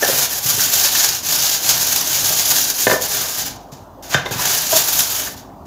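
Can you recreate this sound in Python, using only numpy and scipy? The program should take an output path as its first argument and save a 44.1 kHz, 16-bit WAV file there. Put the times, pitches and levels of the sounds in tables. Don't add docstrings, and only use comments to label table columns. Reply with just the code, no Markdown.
import sys
import numpy as np
from scipy import signal
from scipy.fft import rfft, irfft
from scipy.io import wavfile
from scipy.ndimage import uniform_filter1d

SR = 44100
rng = np.random.default_rng(int(sys.argv[2]) if len(sys.argv) > 2 else 0)


def unload_wav(signal):
    wavfile.write(
        sys.argv[1],
        SR,
        np.round(np.clip(np.atleast_2d(signal).T, -1, 1) * 32767).astype(np.int16),
    )


N = 249606

# f/Hz, relative level/dB, t60/s of a free ring, before it is scaled
DISH_MODES = [(135, 3.5, 0.3), (273, -10, 0.45), (408, 2.5, 0.096), (500, -2, 0.25), (527.4, -7.5, 0.17),
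              (630, 2.5, 0.14), (728, -4.5, 0.11), (794, -8, 0.22), (986, -3, 0.2), (1178, -9.5, 0.26),
              (1523, -0.5, 0.11), (1550, -7.5, 0.34), (1633, -3.5, 0.22), (1777, 4.5, 0.16),
              (2060, -0.5, 0.12), (2460, 1, 0.068), (3110, 7.5, 0.046), (3610, 7.5, 0.071)]


def foil():
    # f/Hz, relative level/dB
    foil_colour = [(88, -45), (150, -9.5), (205, -23), (268, -17.5), (572, -15.5), (643, -9.5),
                   (1370, -12.5), (1570, -7.5), (2020, -11.5), (3100, -5.5), (6860, 2.5), (8330, -12.5),
                   (12300, -5.5), (15500, -6.5)]
    crumple, fine, pressure = hands()
    sheet = colour(creases(per_s=24000, spread_db=1.5, cycles=2.96), foil_colour)
    low = signal.sosfiltfilt(signal.butter(2, 2200, fs=SR, output="sos"), sheet)
    top = signal.sosfiltfilt(signal.butter(4, 8200, "high", fs=SR, output="sos"), sheet)
    middle = sheet - low - top
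    tap_size = gain_of(9.9 * np.minimum(rng.exponential(1, N), 2.5))
    taps = tap_size * (rng.random(N) < 300 / SR) * rng.choice([-1, 1], N)
    shaken_dish = signal.oaconvolve(taps, dish_ring())[:N]
    body = evened(low) + 0.43 * evened(shaken_dish)
    return crumple * evened(middle) + fine * evened(top) + pressure * body


def hands():
    # t/s when full, hold/s, crumpling level/dB before the mix
    squeezes = [(0.029, 0.023, -21), (0.094, 0.15, -20), (0.306, 0.075, -25), (0.44, 0.0093, -25.5),
                (0.501, 0.019, -17.5), (0.57, 0.018, -25), (0.627, 0.013, -15.5), (0.724, 0.048, -18),
                (0.847, 0.0083, -15), (0.951, 0.1, -16), (1.084, 0.022, -22), (1.145, 0.0072, -20),
                (1.26, 0.0078, -23), (1.293, 0.26, -18), (1.684, 0.039, -16.5), (1.765, .21, -18.5),
                (2.025, 0.075, -20.5), (2.144, 0.26, -18.5), (2.492, 0.091, -16), (2.64, 0.046, -20.5),
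                (2.745, 0.0076, -25), (2.824, 0.0066, -16), (2.905, 0.021, -21.5), (3.028, 0.14, -22.5),
                (3.154, 0.094, -21.5), (3.29, 0.054, -27), (3.396, 0.0092, -21.5), (3.458, 0.014, -29),
                (3.72, .002, -40.5), (3.798, 0.028, -59), (4.027, 0.04, -38), (4.117, 0.026, -25),
                (4.259, .005, -34.5), (4.326, 0.015, -28), (4.387, 0.084, -22), (4.5, 0.067, -18.5),
                (4.592, 0.069, -24), (4.754, 0.026, -15), (4.852, 0.083, -21.5), (4.996, 0.011, -17),
                (5.086, 0.14, -24), (5.265, 0.013, -30.5), (5.372, 0.01, -43.5), (5.655, .02, -51)]
    # t/s, top treble level/dB, low rustle level/dB, both relative to the crumpling
    rustle = [(0, 2, -6), (.5, 2.5, -11.5), (1.1, -1.5, -13), (2.3, 0.5, -11.5), (2.8, 1, -14),
              (3.05, 1, -9.5), (3.45, 0.5, -9), (3.6, -5, -7), (4.1, -0.5, -4.5), (4.15, -9, 3),
              (4.24, -7, 8.5), (4.33, 0, 0.5), (4.5, 0.5, -9), (5.0, 3, -10.5), (5.3, 2, -6),
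              (5.66, -8, -7)]
    base_rise_s, rise_growth_per_db = 0.052, 0.1423
    fall_db_per_s = 211
    settle_db, settle_db_per_s = -18, 85.5

    coarse_t = np.arange(0, N + 100, 100)[:, None] / SR
    full_s, hold_s, db = np.transpose(squeezes)
    rise_s = base_rise_s * np.exp(rise_growth_per_db * (db + 20.5))
    press = swell(full_s, hold_s, rise_s, fall_db_per_s, coarse_t)
    settling = gain_of(settle_db) * swell(full_s, hold_s, rise_s, settle_db_per_s, coarse_t)
    power = (press ** 2 + settling ** 2) @ gain_of(db) ** 2

    t = np.arange(N) / SR
    crumple = np.interp(t, coarse_t[:, 0], np.sqrt(power))
    s, top_db, low_db = np.transpose(rustle)
    fine = crumple * gain_of(np.interp(t, s, top_db))
    pressure = crumple * gain_of(np.interp(t, s, low_db))
    return crumple, fine, pressure


def creases(per_s, spread_db, cycles, count=40):
    size = gain_of(spread_db * np.minimum(rng.exponential(1, N), 5))
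    snaps = size * (rng.random(N) < per_s / SR) * rng.choice([-1, 1], N)
    snaps *= avalanches(per_s=45, strength=0.26, decay_s=0.0033)
    snaps *= gain_of(0.27 * wander(0.0063) + 1.7 * wander(0.0095))

    facet = rng.integers(0, count, N)
    out = np.zeros(N)
    t = np.arange(512) / SR
    facets_hz = np.linspace(np.sqrt(200), np.sqrt(15500), count) ** 2
    for k, hz in enumerate(facets_hz):
        ring = np.sin(2 * np.pi * hz * t) * np.exp(-t * np.sqrt(hz * 4000) / cycles)
        out += signal.oaconvolve(snaps * (facet == k), ring * np.sqrt(hz / 1000))[:N]
    return out


def avalanches(per_s, strength, decay_s):
    # t/s, level/dB relative to the crumpling around it
    buckles = [(1.044, 6.5), (1.089, 7.5), (1.323, 8), (1.69, 8), (1.778, -1), (1.828, 4.5), (1.96, 9),
               (2.7, 11.5), (3.722, 2), (4.309, 14.5), (4.536, 4.5), (4.885, 4)]
    buckle_fade_s = 0.0098
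    starts = strength * rng.exponential(1, N) * (rng.random(N) < per_s / SR)
    gain = 1 + signal.lfilter([1], [1, -np.exp(-1 / (decay_s * SR))], starts)
    t = np.arange(N) / SR
    for s, db in buckles:
        fade = np.exp(-np.maximum(t - s, 0) / buckle_fade_s)
        gain = gain * gain_of(db * fade * (t >= s))
    return gain


def knocks():
    # t/s, level/dB, favoured f/Hz, width of that preference/octaves
    blows = [(0.024, -9.5, 910, 1.1), (0.0281, -9, 1630, 0.13), (.027, -11, 504, 0.11),
             (.036, -9.5, 527, 0.19), (0.057, -20, 1600, 0.13), (.064, -17, 1650, .12),
             (.088, -19, 1580, 0.095), (.088, -12, 420, 0.5), (.097, -14.5, 512, 0.08),
             (.13, -17, 507, 1.6), (.162, -22.5, 600, 1.1), (0.48, -32, 201, 0.54),
             (.498, -30, 1160, 0.087), (0.454, -23, 190, 0.64), (.54, -25.5, 190, 0.55),
             (0.579, -23, 220, 0.55), (0.595, -17.5, 1580, 0.1), (0.62, -22, 1530, 0.091),
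             (0.739, -21, 1550, 0.11), (0.952, -15.5, 1740, 0.24), (1.003, -19, 1780, 0.13),
             (1.044, -17, 1600, 0.21), (2.305, -19.5, 654, 0.41), (2.8684, -3.5, 1690, 0.65),
             (2.869, -1.5, 426, 0.94), (2.879, -9, 560, 0.83), (2.898, -7, 800, 0.87),
             (2.912, -7, 1300, 0.64), (2.914, -18, 135, 0.27), (2.915, -6.5, 490, 2.4),
             (2.923, -8.5, 497, 0.24), (2.936, -8, 547, 0.66), (2.94, -10.5, 1740, 0.1),
             (2.946, -16, 513, 0.16), (2.96, -14, 560, 0.6), (3.723, -27.5, 200, 0.43),
             (4.1446, -2, 1580, 1.6), (4.1445, -4, 1550, 0.06), (4.148, -14, 136, 0.35),
             (4.175, -15, 1560, 0.1), (4.231, -30, 1530, .05), (4.258, -15, 393, .7),
             (4.261, -20.5, 3610, .05), (4.262, -21, 2070, .08), (4.267, -16, 650, .3),
             (4.309, -14.5, 137, 1.6), (4.355, -22, 140, 0.45), (4.37, -34, 2060, 0.33),
             (4.394, -18.5, 970, 0.11), (4.439, -18, 1700, 0.7), (4.729, -21, 388, 0.14),
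             (5.271, -21, 1426, 0.81), (5.501, -42, 900, 0.87)]
    held_ring = 0.34
    out = np.zeros(N + SR)
    cracks = rng.standard_normal((len(blows), 1500)) * np.exp(-np.arange(1500) / 63.0)
    phases = 0.37 * rng.random((len(blows), len(DISH_MODES)))
    for (s, db, hz, octaves), crack, phase in zip(blows, cracks, phases):
        ring = dish_ring(hz, octaves, held_ring, phase)
        ring /= abs(ring).max()
        span = 1.2 + 1.3 * octaves
        band = signal.butter(2, [hz / span, hz * span], "band", fs=SR, output="sos")
        crack = signal.sosfilt(band, crack)
        ring[:1500] += 0.41 * crack / abs(crack).max()
        out[round(s * SR):][:len(ring)] += gain_of(db) * ring
    return signal.sosfilt(signal.butter(2, 95, "high", fs=SR, output="sos"), out[:N])


def dish_ring(favoured_hz=700., octaves=9., ring_time=0.93, turns=0):
    t = np.arange(SR // 3)[:, None] / SR
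    hz, db, t60 = np.transpose(DISH_MODES)
    near = np.exp(-.5 * (np.log2(hz / favoured_hz) / octaves) ** 2)
    contact = 1 - np.exp(-t / 0.00039)
    decay = gain_of(db - 60 * t / (t60 * ring_time))
    modes = near * contact * decay * np.sin(2 * np.pi * (hz * t + turns))
    return modes.sum(1)


def judder():
    # t/s when full, hold/s, level/dB
    slides = [(4.731, 0.0066, -11), (4.754, 0.019, -14.5)]
    slips_hz, rise_s, fall_db_per_s = 320.3, 0.0056, 1812
    overtones_db = [-18, -1.5, -11, -18.0, -15]
    t = np.arange(N) / SR
    turns = np.cumsum(slips_hz * (1 + 0.008 * wander(0.0042))) / SR
    slips = sum(gain_of(db) * np.sin(2 * np.pi * k * turns) for k, db in enumerate(overtones_db, 1))
    level = sum(gain_of(db) * swell(s, hold_s, rise_s, fall_db_per_s, t) for s, hold_s, db in slides)
    return slips * level


def kitchen(x, count=5):
    spot = np.arange(N) / SR / .012
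    away = [(spot - k + count / 2) % count - count / 2 for k in range(count)]
    shares = [np.cos(np.pi / 2 * np.clip(d, -1, 1)) for d in away]
    return sum(signal.fftconvolve(x * share, echoes())[:N] for share in shares)


def echoes():
    # f/Hz, t60/s
    room_t60 = [(150, 0.36), (1000, 0.39), (4000, 0.27), (14000, 0.071)]
    taps = np.zeros(SR // 2)
    at = np.arange(150, len(taps) - 20, 20)
    taps[at + rng.integers(0, 20, len(at))] = rng.choice([-1., 1.], len(at))
    hz, t, bands = signal.stft(taps, SR, nperseg=256)
    fade = gain_of(-60 * t / read(room_t60, hz)[:, None])
    tail = signal.istft(bands * fade, SR, nperseg=256)[1]
    return tail / np.linalg.norm(tail)


def house():
    # f/Hz, relative level/dB
    air_colour = [(21, -47), (35, -15), (97, -1), (125, -7), (237, -7), (269, -2.5), (306, -7.5),
                  (500, -12.5), (657, -6.5), (960, -10), (1400, -21), (2200, -38.5), (6500, -39),
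                  (9300, -48), (15500, -36.5)]
    air_db, mains_hz, mains_db = -38.5, 50, -53
    frames = N // 256 + 5
    patches = uniform_filter1d(rng.standard_normal((513, frames)), 8, 0)
    patches = evened(uniform_filter1d(patches, 12, 1))
    a, b = rng.standard_normal((2, 513, frames))
    air = signal.istft((a + 1j * b) * gain_of(2.4 * patches), nperseg=1024, noverlap=768)[1][:N]
    hum = np.sqrt(2) * np.sin(2 * np.pi * mains_hz * np.arange(N) / SR)
    hum_gain = gain_of(mains_db + 1.6 * wander(.04))
    return gain_of(air_db) * evened(colour(air, air_colour)) + hum_gain * hum


def swell(full_s, hold_s, rise_s, fall_db_per_s, t):
    rise = np.clip(1 + (t - full_s) / rise_s, 0, 1)
    return rise * gain_of(-fall_db_per_s * np.maximum(t - full_s - hold_s, 0))


def wander(seconds):
    size = max(round(seconds * SR), 1)
    return evened(uniform_filter1d(uniform_filter1d(rng.standard_normal(N), size), size))


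def colour(x, points):
    hz = np.fft.rfftfreq(len(x), 1 / SR)
    return irfft(rfft(x) * gain_of(read(points, hz)), len(x))


def read(points, hz):
    f, value = np.transpose(points)
    return np.interp(np.log(hz + 1), np.log(f + 1), value)


def evened(x):
    return x / np.sqrt(np.mean(x ** 2) + 1e-20)


def gain_of(db):
    return 10 ** (np.asarray(db) / 20)


def scene():
    sheet, blows, slide = foil(), knocks(), judder()
    sent = gain_of(-9) * sheet + gain_of(-9.5) * blows + gain_of(-34) * slide
    mono = gain_of(-2.5) * sheet + blows + slide + kitchen(sent) + house()
    return np.array([mono, mono])


def record(dry):
    heard = signal.sosfilt(signal.butter(6, 42, "high", fs=SR, output="sos"), dry)
    squeezed = heard / (1 + abs(heard) ** 8) ** (1 / 8)
    band_limit = signal.firwin(1023, 15620, window=("kaiser", 12), fs=SR)
    return signal.oaconvolve(squeezed, band_limit[None], "same")


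dry = scene()
out = record(dry)
unload_wav(out)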